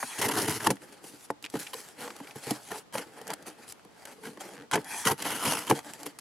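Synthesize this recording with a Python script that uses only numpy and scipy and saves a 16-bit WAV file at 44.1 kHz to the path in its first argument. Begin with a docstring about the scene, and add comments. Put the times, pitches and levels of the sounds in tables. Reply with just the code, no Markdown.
"""A knife slits a cardboard box on bare ground outdoors; the box is tipped, turned over and slit again.
Random fibre snaps follow the force on the blade and shake the hollow box; smooth noise makes the blade's glide.
Short rips, a stab and one dull pop break the board; knocks ring its panels, and bumps ring its bed of soil.
Hands rub the faces with gritty noise, tape and dry leaves tick, folds creak, over still outdoor air."""
import sys
import numpy as np
from scipy import signal
from scipy.fft import rfft, irfft, next_fast_len
from scipy.io import wavfile
from scipy.ndimage import uniform_filter1d, map_coordinates

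SR = 44100
rng = np.random.default_rng(int(sys.argv[2]) if len(sys.argv) > 2 else 0)


def generate_wav(sig):
    """Save sig (samples, or channels by samples) to the path in sys.argv[1] as 16-bit PCM at SR."""
    pcm = np.round(np.clip(np.atleast_2d(sig).T, -1, 1) * 32767).astype(np.int16)
    wavfile.write(sys.argv[1], SR, pcm)


N = 273508  # length of the scene in samples
SPAN = SR // 4  # a quarter second, room for one short event
AGE = np.arange(SPAN) / SR  # seconds since the event began

# Ways the hollow box rings. Each row: pitch in Hz, relative level in dB, time to fade by 60 dB in seconds.
BOX_MODES = [(122.6, -14, 0.1), (147.5, -8, 0.064), (198, -6.5, 0.097), (237.7, -4, 0.062),
             (290.2, -2, 0.11), (335.6, 0.5, 0.042), (449, 0.5, 0.072), (494.7, -1, 0.057)]
# Ways the stiff panels ring, with the same columns: pitch in Hz, relative level in dB, 60 dB fade in seconds.
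PANEL_MODES = [(529, 0, 0.029), (697, -5, 0.057), (829.5, -2, 0.054), (879, 1, 0.022), (1100, 1, 0.012),
               (1400, -14.5, 0.042), (1700, -2, 0.026), (1820, -4, 0.029), (2400, -12, 0.027),
               (2820, -5, 0.0069)]
# Bright colour of snapping fibres. Each row: frequency in Hz, relative level in dB.
FIBRE_COLOUR = [(1800, -29), (3000, -9), (3600, -8), (5000, -5), (6500, -6), (8400, -8.5), (9400, -4.5),
                (11000, -2), (12200, -6.5), (13700, -21), (16000, -26)]
# Lower, rough colour of the rasping board. Each row: frequency in Hz, relative level in dB.
RASP_COLOUR = [(350, -38), (620, -7.5), (780, -7), (930, -1.5), (1120, -7.5), (1400, -5.5), (1650, -10),
               (2000, -8), (2450, -14.5), (2950, -13.5), (3300, -20), (3900, -64), (7000, -73)]
# Bright colour of light friction and dry snaps. Each row: frequency in Hz, relative level in dB.
HISS_COLOUR = [(1760, -7.5), (3000, -5.5), (3750, -5.5), (4860, -2.5), (6530, -2.5), (7780, 0),
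               (8340, -3.5), (10400, -1), (12500, -7), (16000, -26)]
# Colour of panels stirred by light friction. Each row: frequency in Hz, relative level in dB.
RUSTLE_COLOUR = [(320, -33), (550, -8), (747, -6), (828, 0.5), (1000, -11.5), (1540, -7.5), (2030, -10.5),
                 (2800, -19.5), (3300, -16.5), (3600, -40), (4680, -20.5), (7920, -120)]


def amp(db):
    """Turn decibels into gain."""
    return 10 ** (np.asarray(db) / 20)


def unit(x):
    """Scale to an rms of 1."""
    return x / np.sqrt(np.mean(x ** 2) + 1e-20)


def burst(x):
    """Scale so that the loudest 4 ms have an rms of 1."""
    return x / np.sqrt(uniform_filter1d(x * x, size=176).max() + 1e-20)


def along(points, hz):
    """Read a curve of (Hz, value) points on a log frequency axis."""
    f, v = np.transpose(points)
    return np.interp(np.log(hz + 1), np.log(f + 1), v)


def filtered(x, response):
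    """Multiply the spectrum of x by a response of frequency."""
    n = x.shape[-1]
    m = next_fast_len(n + SPAN)
    return irfft(rfft(x, m) * response(np.fft.rfftfreq(m, 1 / SR)), m)[..., :n]


def colour(x, spectrum):
    """Pass x through a spectrum of (Hz, dB) points."""
    return filtered(x, lambda hz: amp(along(spectrum, hz)))


def ring(x, modes, detune=0.053, spread_db=2.0):
    """A force shakes the modes; grip and contact point shift their pitch and strength at random."""
    chance = rng.standard_normal((len(modes), 2))
    answer = np.zeros(SPAN)
    for k, ((hz, db, t60), (a, b)) in enumerate(zip(modes, chance)):
        fade = amp(db + spread_db * b - 60 * AGE / t60)
        # neighbouring modes start in opposite directions
        answer += (-1) ** k * fade * np.sin(2 * np.pi * hz * (1 + detune * a) * AGE)
    return signal.fftconvolve(x, answer)[:len(x)]


def wobble(rate, n):
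    """A smooth random curve with rate knots a second."""
    knots = rng.standard_normal(int(n * rate / SR) + 4)
    return map_coordinates(knots, [np.arange(n) * rate / SR])


def snaps(n, rate, grit):
    """Tiny ruptures, about rate a second, carry the share grit of the power; smooth friction carries the rest."""
    grains = (rng.random(n) < rate / SR) * rng.laplace(size=n)
    share = np.clip(grit, 0, 1)
    return np.sqrt(share) * unit(grains) + np.sqrt(1 - share) * rng.standard_normal(n)


def patchy(x, depth_db):
    """The colour shifts at random as the contact point travels over the board."""
    z = signal.stft(x, nperseg=512)[2]
    field = uniform_filter1d(rng.standard_normal(z.shape), size=5, axis=0)
    field = uniform_filter1d(field, size=10, axis=1)
    return signal.istft(z * amp(depth_db * unit(field)), nperseg=512)[1][:len(x)]


def stroke(rows):
    """Give the start time and one gain curve for each level column, with soft ends."""
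    s, *cols = np.transpose(rows)
    t = np.arange(s[0], s[-1], 1 / SR)
    ends = np.clip(np.minimum(t - t[0], t[-1] - t) / 0.0039, 0, 1)
    return s[0], [ends * amp(np.interp(t, s, c)) for c in cols]


def add(track, s, sound):
    """Mix a sound in at time s."""
    place = track[max(round(s * SR), 0):][:len(sound)]
    place += sound[:len(place)]


def cutting(catch_hz=150, catch_db=2.0, edge_hz=2950, sharpness=8, bundle_db=-11, stall_s=0.0046):
    """The edge catches and slips on the flutes; one force of snapping fibres drives panels and box."""
    # Force on the blade, one list for each long cut. Each row: time in seconds, effort in dB.
    efforts = [
        [(0.18, -35), (0.232, -28), (0.338, -34.5), (0.388, -28.5), (0.462, -37.5), (0.492, -31.5), (0.58, -35),
         (0.588, -43), (0.664, -32.5)],
        [(5.185, -47), (5.219, -39.5), (5.245, -45.5), (5.255, -34), (5.413, -36.5), (5.465, -27.5),
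         (5.639, -41), (5.661, -49), (5.7, -31)],
    ]
    # Tone of each cut. Each row: fibre, panel rasp and box drone in dB above the effort,
    # gain of the singing cut edge.
    cut_tones = [(-4, -4, -3.5, 0.099), (-3.5, -2.5, -7.5, 0.94)]
    # The blade sticks for an instant. Each row: time in seconds, drop in effort in dB (negative is a surge).
    stalls = [(0.211, 9), (0.278, 17), (0.305, 11), (0.331, 10), (0.594, 7), (5.243, -6)]
    out = np.zeros(N)
    for rows, (fibre_db, rasp_db, drone_db, sing) in zip(efforts, cut_tones):
        s, (effort,) = stroke(rows)
        n = len(effort)
        t = s + np.arange(n) / SR
        drop_db = sum(drop * np.exp(-((t - at) / stall_s) ** 2) for at, drop in stalls)
        effort = effort * amp(-drop_db)
        force = patchy(snaps(n, rate=2500, grit=0.29), depth_db=2.5) * amp(catch_db * wobble(catch_hz, n))
        # now and then a whole bundle of fibres parts at once
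        bundles = (rng.random(n) < 150 / SR) * (2 * rng.random(n) - 1)
        force = unit(force) + amp(bundle_db) * unit(bundles)
        force = force + sing * signal.lfilter(*signal.iirpeak(edge_hz, sharpness, SR), force)
        drone = amp(drone_db) * unit(ring(force, BOX_MODES))
        fibres = amp(fibre_db) * unit(colour(force, FIBRE_COLOUR))
        rasp = amp(rasp_db) * unit(colour(force, RASP_COLOUR))
        add(out, s, effort * (fibres + rasp + drone))
    return out


def gliding(steel_db=-1.0, slit_db=-2.0):
    """The flat of the blade glides into the slit: an even hiss of steel on paper with hollow resonances."""
    # One list for each glide. Each row: time in seconds, treble level in dB, body level in dB,
    # both before the trims steel_db and slit_db.
    glides = [
        [(0.0, -41.5, -44), (0.19, -43.5, -46)],
        [(4.85, -57, -53.5), (4.908, -41.5, -38.5), (5.008, -36.5, -42), (5.055, -44, -41)],
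    ]
    # Colour of the steel's hiss. Each row: frequency in Hz, relative level in dB.
    steel_colour = [(3000, -13.5), (4100, -6), (4800, -2.5), (5300, -6), (6200, 1), (7000, -5), (7700, -4),
                    (8500, -2), (11000, -1), (12500, -12), (16000, -26)]
    # Colour of the hollow of the slit. Each row: frequency in Hz, relative level in dB.
    slit_colour = [(120, -32), (300, -3), (580, -13), (720, -1), (880, 7), (1130, -4), (1400, -2.5),
                   (1850, 7.5), (2150, -5), (2400, 4.5), (2900, -22), (3350, 1), (3850, -58), (7000, -55)]
    out = np.zeros(N)
    for rows in glides:
        s, (treble, body) = stroke(rows)
        force = patchy(rng.standard_normal(len(body)), depth_db=3.5)
        steel = treble * amp(steel_db) * unit(colour(force, steel_colour))
        slit = body * amp(slit_db) * unit(colour(force, slit_colour))
        add(out, s, steel + slit)
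    return out


def rips():
    """Open rips and scuffs are bright; the tip stabbing through the taped lid is duller."""
    # Short rips and scuffs. Each row: start in seconds, panel level in dB, box and fibre in dB above it
    # (levels before the trims in rupture), length in seconds.
    rip_rows = [(0.212, -21.5, -13, 0, 0.019), (0.239, -25, 1.5, 0, 0.033), (0.288, -21, -7, -15, 0.018),
                (0.312, -25.5, -8, -0.5, 0.013), (0.369, -21.5, -8, -3, 0.025), (0.409, -35, 6, 13, 0.021),
                (0.661, -16, -2, -5, 0.015), (0.683, -32.5, 13, -5, 0.031), (1.59, -43.5, 5, 13, 0.021),
                (1.731, -29.5, -3, 0.5, 0.013), (1.995, -36.5, 3, 0, 0.035), (2.459, -39.5, 11, -12, 0.016),
                (2.704, -26.5, -2, -6, 0.022), (2.931, -32.5, 1, 0.5, 0.036),
                (2.965, -30.5, 0.5, -2.5, 0.038), (3.292, -33.5, -4.5, -8, 0.042),
                (3.463, -42, 3.5, 6, 0.033), (4.231, -33, -2, -5.5, 0.053), (5.049, -21, 2, 0, 0.031),
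                (5.064, -14, -13, -2.5, 0.026), (5.091, -18.5, -3.5, -2, 0.035),
                (5.254, -36.5, -5, 7.5, 0.039), (5.454, -26, 0, -5, 0.018), (5.513, -24, -13, 2, 0.013),
                (6.057, -32, -1.5, 3.5, 0.015)]
    # The stab, with the same columns: start in seconds, panel level in dB, box and fibre in dB above it,
    # length in seconds.
    stab_rows = [(4.713, -19.5, -7, -3, 0.043), (4.727, -15.5, -9.5, -3.5, 0.034)]
    # The buried tip muffles the top. Each row: frequency in Hz, level in dB.
    stab_dull = [(7500, -0.5), (9000, -1), (12000, -12)]
    out = np.zeros(N)
    for s, *rip in rip_rows:
        add(out, s, rupture(*rip))
    for s, *rip in stab_rows:
        add(out, s, colour(rupture(*rip), stab_dull))
    return out


def rupture(db, box, fibre, length, panel_db=-7, box_db=-7, fibre_db=-8, catch_db=3, catch_hz=260,
            rasp=1.6, rise=0.0036):
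    """The board gives way in a quick stutter of ruptures that shakes panels and box."""
    swell = (1 - np.exp(-AGE / rise)) / (1 + (AGE / max(length, .003)) ** 6)
    force = patchy(snaps(SPAN, rate=3400, grit=0.45), depth_db=2.5) * swell
    force = force * amp(catch_db * wobble(catch_hz, SPAN))
    panel = burst(burst(ring(force, PANEL_MODES)) + rasp * burst(colour(force, RASP_COLOUR)))
    hollow = amp(box + box_db) * burst(ring(force, BOX_MODES))
    fibres = amp(fibre + fibre_db) * burst(colour(force, FIBRE_COLOUR))
    return amp(db) * (amp(panel_db) * panel + hollow + fibres)


def pop(flap_hz=700, t60=0.0018, dull_hz=2300, box_db=-7, snap_db=-20, snap_t60=0.029):
    """The last fibres snap and the cut flap flips through once, hardly ringing, and shakes the box."""
    # The one pop: time in seconds, level of the flip in dB.
    flap_pop = (1.3035, -21.5)
    out = np.zeros(N)
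    s, db = flap_pop
    flip = np.cos(2 * np.pi * flap_hz * AGE) * AGE * amp(-60 * AGE / t60)
    flip = signal.sosfilt(signal.butter(2, dull_hz, fs=SR, output="sos"), flip)
    snap = snaps(SPAN, rate=4900, grit=0.41) * amp(-60 * AGE / snap_t60)
    snap = amp(snap_db) * burst(colour(snap, HISS_COLOUR))
    shaken = amp(box_db) * burst(ring(flip, BOX_MODES + PANEL_MODES))
    add(out, s, amp(db) * (burst(flip) + shaken + snap))
    return out


def knocks(panel_db=-5, box_db=-5, crack_db=-7, push=1.8, face=2.5, sharpness=2.8, crush=0.001,
           dent_db=-10, dent_t60=0.0026):
    """A push and a dying crunch dent the struck face and ring the box, most strongly near that face's pitch."""
    # Blows on the box. Each row: start in seconds, panel level in dB, thump and crack in dB above it
    # (levels before the trims), pitch of the struck face in Hz, 60 dB fade of the contact in seconds.
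    knock_rows = [(0.028, -21, -16, -11, 1300, 0.037), (0.669, -13, -4.5, -4, 1100, 0.028),
                  (0.703, -16.5, -6, -4, 453, 0.049), (1.04, -40, 0.5, -3, 487, 0.092),
                  (1.134, -49.5, 5.5, -17, 452, 0.024), (1.539, -31, 9.5, -9.5, 452, 0.023),
                  (1.553, -24.5, -1, -13, 456, 0.031), (2.201, -37, 2.5, -12, 820, 0.047),
                  (2.357, -38.5, 3.5, -1, 880, 0.037), (2.507, -25, 6, 4, 450, 0.023),
                  (2.953, -21, -23, -17, 730, 0.016), (3.214, -38.5, -2, -2, 503, 0.016),
                  (3.849, -49.5, 5.5, 1, 856, 0.012), (4.3727, -38.5, -0.5, -16, 830, 0.024),
                  (4.755, -16.5, -5.5, -10, 910, 0.032), (4.774, -22.5, -1, -26, 450, 0.047),
                  (5.253, -26.5, -8, -14, 680, 0.032), (5.698, -21, 5, 2, 880, 0.037),
                  (5.71, -9.5, -5, -15, 850, 0.024), (5.721, -23.5, 5, -10, 458, 0.065)]
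    out = np.zeros(N)
    for s, db, thump, crack, face_hz, decay in knock_rows:
        # the flutes crush first, so the contact takes a moment to build
        contact = (1 - np.exp(-(AGE / crush) ** 2)) * amp(-60 * AGE / max(decay, .002))
        crunch = snaps(SPAN, rate=1700, grit=0.48) * contact
        force = unit(crunch) / np.sqrt(SPAN) + push * (AGE == 0)
        panel = ring(force, PANEL_MODES)
        panel = panel + face * signal.lfilter(*signal.iirpeak(face_hz, sharpness, SR), panel)
        dent = np.sin(2 * np.pi * face_hz * AGE) * AGE * amp(-60 * AGE / dent_t60)
        rasp = 0.47 * burst(colour(crunch, RASP_COLOUR))
        panel = burst(burst(panel) + rasp + amp(dent_db) * burst(dent))
        hollow = amp(thump + box_db) * burst(ring(force, BOX_MODES))
        fibres = amp(crack + crack_db) * burst(colour(crunch, FIBRE_COLOUR))
        add(out, s, amp(db) * (amp(panel_db) * panel + hollow + fibres))
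    return out


def bumps():
    """A heavy push rocks the whole box on soft ground, which answers with a low thud."""
    # Bumps on the soil. Each row: start in seconds, level in dB.
    bump_rows = [(2.356, -45.5), (2.469, -43), (2.506, -39.5), (5.062, -37.5), (5.104, -33), (5.469, -35),
                 (5.712, -32)]
    # The box on its bed of soil. Each row: pitch in Hz, relative level in dB, 60 dB fade in seconds.
    soil_modes = [(99, -7, 0.094), (138.5, 3, 0.13)]
    out = np.zeros(N)
    push = AGE * amp(-60 * AGE / 0.007)
    for s, db in bump_rows:
        add(out, s, amp(db) * burst(ring(push, soil_modes)))
    return out


def rubbing(drop_db=9, shape=1.49):
    """Each slide swells and dies with the speed of the hand, over the faint rustle of the grip."""
    # A hand or the soil slides over the board. Each row: time of the peak in seconds, rise and fall
    # in seconds (time to change by drop_db), then hiss, panel and box levels in dB.
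    rub_rows = [(0.02, 0.034, .08, -60, -47, -65), (0.723, 0.011, 0.03, -54.5, -57, -52),
                (0.834, 0.022, 0.038, -55.5, -60, -52), (0.919, .06, 0.1, -60.5, -60, -60),
                (1.07, 0.03, 0.098, -49, -67, -54.5), (1.151, .015, 0.022, -67, -61, -71),
                (1.25, 0.061, .014, -51.5, -89, -76), (1.452, 0.012, 0.01, -45, -51, -47.5),
                (1.6, 0.047, 0.07, -42.5, -49, -59), (1.79, 0.061, .1, -46.5, -54, -55),
                (2.035, 0.046, 0.058, -45, -44, -41), (2.125, 0.034, 0.085, -57, -56.5, -56),
                (2.265, 0.078, 0.066, -55, -54, -55.5), (2.385, 0.037, 0.032, -51.5, -51.5, -66),
                (2.487, 0.054, 0.072, -41, -43, -50), (2.674, 0.051, 0.05, -49.5, -68, -70),
                (2.73, 0.047, 0.066, -48.5, -46.5, -50), (2.79, 0.022, 0.011, -42.5, -71, -48),
                (3.015, 0.023, 0.036, -52.5, -48, -59), (3.075, 0.029, .045, -62, -58, -52.5),
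                (3.18, 0.056, 0.094, -58.5, -53, -51.5), (3.309, 0.044, 0.03, -50.5, -42, -44.5),
                (3.405, 0.1, 0.046, -66, -57.5, -54), (3.48, 0.02, 0.046, -53.5, -47.5, -52),
                (3.611, 0.031, 0.051, -57, -54.5, -54), (3.695, 0.02, 0.027, -49, -66, -56),
                (4.01, 0.047, 0.041, -58.5, -58, -64.5), (4.085, 0.028, 0.063, -55, -52, -51.5),
                (4.27, 0.068, 0.071, -55.5, -59, -47), (4.408, 0.0094, 0.022, -46, -45, -55),
                (4.46, .035, 0.035, -49, -47, -47.5), (4.545, 0.035, 0.038, -55.5, -50.5, -53),
                (4.625, 0.051, 0.024, -67, -56, -45.5), (4.79, 0.0088, 0.041, -54, -52, -49),
                (4.87, .03, 0.022, -72, -48, -50.5), (5.126, .01, 0.043, -70, -58, -58),
                (5.191, 0.015, 0.016, -50, -53, -62), (5.77, 0.092, 0.029, -45.5, -44.5, -48),
                (5.896, 0.055, 0.028, -51, -50, -52.5), (6.0, 0.095, 0.028, -51, -54, -54),
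                (6.065, 0.037, 0.038, -49, -44.5, -44)]
    # The hands hold the box and never rest entirely. Each row: start in seconds, end in seconds.
    holds = [(0.74, 1.31), (1.5, 2.5), (2.95, 4.7), (5.799, 6.19)]
    # Levels of the grip: hiss, panel and box in dB.
    hold_levels = (-71.5, -67, -67.5)
    out = np.zeros(N)
    t = np.arange(-SPAN, SPAN) / SR
    for s, rise, fall, *levels in rub_rows:
        away = np.abs(t / np.where(t < 0, rise, fall))
        add(out, s + t[0], amp(-drop_db * away ** shape) * sliding(len(t), *levels))
    for start, end in holds:
        n = round((end - start) * SR)
        add(out, start, signal.windows.tukey(n, .05) * sliding(n, *hold_levels))
    return out


def sliding(n, hiss_db, panel_db, box_db, drag_hz=55, drag_db=2.5):
    """Sliding contact: a soft hiss with sparse grit, which also stirs the panels and the box."""
    force = patchy(snaps(n, rate=470, grit=0.21), depth_db=2.5) * amp(drag_db * wobble(drag_hz, n))
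    hiss = amp(hiss_db) * unit(colour(force, HISS_COLOUR))
    panel = amp(panel_db) * unit(colour(force, RUSTLE_COLOUR))
    return hiss + panel + amp(box_db) * unit(ring(force, BOX_MODES))


def ticks(snap_db=-8, panel_db=-8, t60=0.025):
    """Tape, fibres and dry leaves give single dry snaps: gritty noise that dies at once."""
    # Each row: start in seconds, treble level in dB, panel in dB above it (levels before the trims).
    tick_rows = [(0.2855, -23, -20), (0.4266, -29, -20), (0.4958, -21, -24), (0.604, -36, 10),
                 (0.756, -45, -6), (0.9242, -42.5, -10), (1.426, -35.5, -17), (1.5, -36, -28),
                 (2.164, -37.5, -10), (2.926, -42, 2), (2.982, -25, 0.5), (3.270, -34.5, 1.5),
                 (3.278, -29.5, -18), (3.3032, -27, 3), (3.3348, -25.5, -6), (3.4255, -41.5, -16),
                 (3.681, -37.5, -22), (3.6984, -37, -30), (3.7214, -32, -18), (4.0534, -32, -11),
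                 (4.056, -37.5, -1.5), (4.7128, -26, 2.5), (4.845, -35.5, -21), (5.2214, -24, -9),
                 (5.306, -29, -10), (5.522, -28, 8.5), (5.588, -25.5, -22), (5.669, -31, -6),
                 (5.79, -32.5, 4), (5.936, -29, -12), (6.0316, -31, -13), (6.188, -31, -11)]
    out = np.zeros(N)
    for s, db, panel in tick_rows:
        force = snaps(SPAN, rate=4000, grit=0.9) * amp(-60 * AGE / t60)
        snap = amp(snap_db) * burst(colour(force, HISS_COLOUR))
        rustle = amp(panel + panel_db) * burst(colour(force, RUSTLE_COLOUR))
        add(out, s, amp(db) * (snap + rustle))
    return out


def creaks(sharpness=3, hiss_db=-11, soft_hz=9000, slip_s=0.011):
    """Folds and tape slip with a short creak; each slip of a run rings the same stiff fold."""
    # Each row: start in seconds, level in dB, pitch in Hz, 60 dB fade of a slip in seconds,
    # length of the run of slips in seconds.
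    creak_rows = [(0.768, -48, 2020, 0.02, .005), (0.819, -50.5, 1490, 0.028, .005),
                  (1.440, -36, 2430, 0.029, .03), (1.667, -39.5, 2520, 0.045, .005),
                  (2.077, -36.5, 830, 0.018, .005), (2.104, -39, 1300, 0.033, .005),
                  (2.244, -51, 2400, 0.019, .005), (2.272, -46, 2400, 0.016, .005),
                  (2.309, -43.5, 2220, 0.03, .005), (3.795, -53, 1400, 0.018, .005),
                  (4.3733, -47, 1100, 0.015, .005), (4.567, -47.5, 1600, 0.011, .065)]
    out = np.zeros(N)
    for s, db, hz, decay, length in creak_rows:
        slip = amp(-60 * AGE / max(decay, .002))
        for at in np.arange(s, s + length, slip_s):
            force = snaps(SPAN, rate=3600, grit=1.0) * slip
            fold = signal.lfilter(*signal.iirpeak(hz, sharpness, SR), force)
            hiss = amp(hiss_db) * burst(colour(force, HISS_COLOUR))
            add(out, at, amp(db) * (burst(fold) + hiss))
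    # soften the treble
    return filtered(out, lambda hz: 1 / np.sqrt(1 + (hz / soft_hz) ** 4))


def spread(x, side_db=1):
    """The bass reaches both microphones alike, the treble less so."""
    # Width of the sound. Each row: frequency in Hz, side minus mid level in dB before the trim side_db.
    width = [(60, -20.5), (1000, -14.5), (2000, -17), (2900, -7.5), (3600, -5), (6500, -7.5), (8400, -5),
             (10500, -5.5), (12000, -2.5), (14000, -0.5)]
    # Balance of the sound. Each row: frequency in Hz, left minus right level in dB.
    lean = [(100, -.5), (2600, 1), (3400, -3), (4200, 2.5), (6200, -0.5), (7500, -1), (9200, 4.5),
            (10800, 1.5), (12600, -4), (16000, -5)]
    z = signal.stft(x, nperseg=128)[2]
    # random phases make a side signal unlike the middle
    scrambled = z * np.exp(2j * np.pi * rng.random(z.shape))
    side = signal.istft(scrambled, nperseg=128)[1][:N]
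    side = amp(side_db) * colour(side, width)
    pair = np.array([x + side, x - side])
    return filtered(pair, lambda hz: amp(np.outer([.5, -.5], along(lean, hz))))


def outdoors(x, scatter_db=-24, t60=0.35):
    """Ground, legs and the next box scatter a faint short tail to each ear."""
    tails = rng.standard_normal((2, SPAN)) * amp(-60 * AGE / t60) * (AGE > .003)
    tails = tails / np.linalg.norm(tails[0])
    return amp(scatter_db) * signal.fftconvolve(x[None], tails, axes=1)[:, :N]


def still_air(level_db=-58):
    """Still outdoor air: steady soft noise, drawn separately for the two microphones."""
    # Colour of the air. Each row: frequency in Hz, relative level in dB per Hz.
    air_colour = [(25, 1), (80, -3), (200, 2), (400, 0), (900, -2.5), (2000, -10.5), (5000, -15.5),
                  (11000, -24), (16000, -38)]
    return amp(level_db) * unit(colour(rng.standard_normal((2, N)), air_colour))


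def scene():
    """The work on the box, spread to left and right, with its scattered tail and the still air."""
    work = cutting() + gliding() + rips() + pop() + knocks() + bumps() + rubbing() + ticks() + creaks()
    return spread(work) + outdoors(work) + still_air()


def record(dry, low_hz=75, top_hz=16000):
    """The microphone side thins the deep bass and keeps nothing above its band limit."""
    thinned = signal.sosfilt(signal.butter(3, low_hz, "high", fs=SR, output="sos"), dry)
    return filtered(thinned, lambda hz: hz < top_hz)


dry = scene()
out = record(dry)
generate_wav(out)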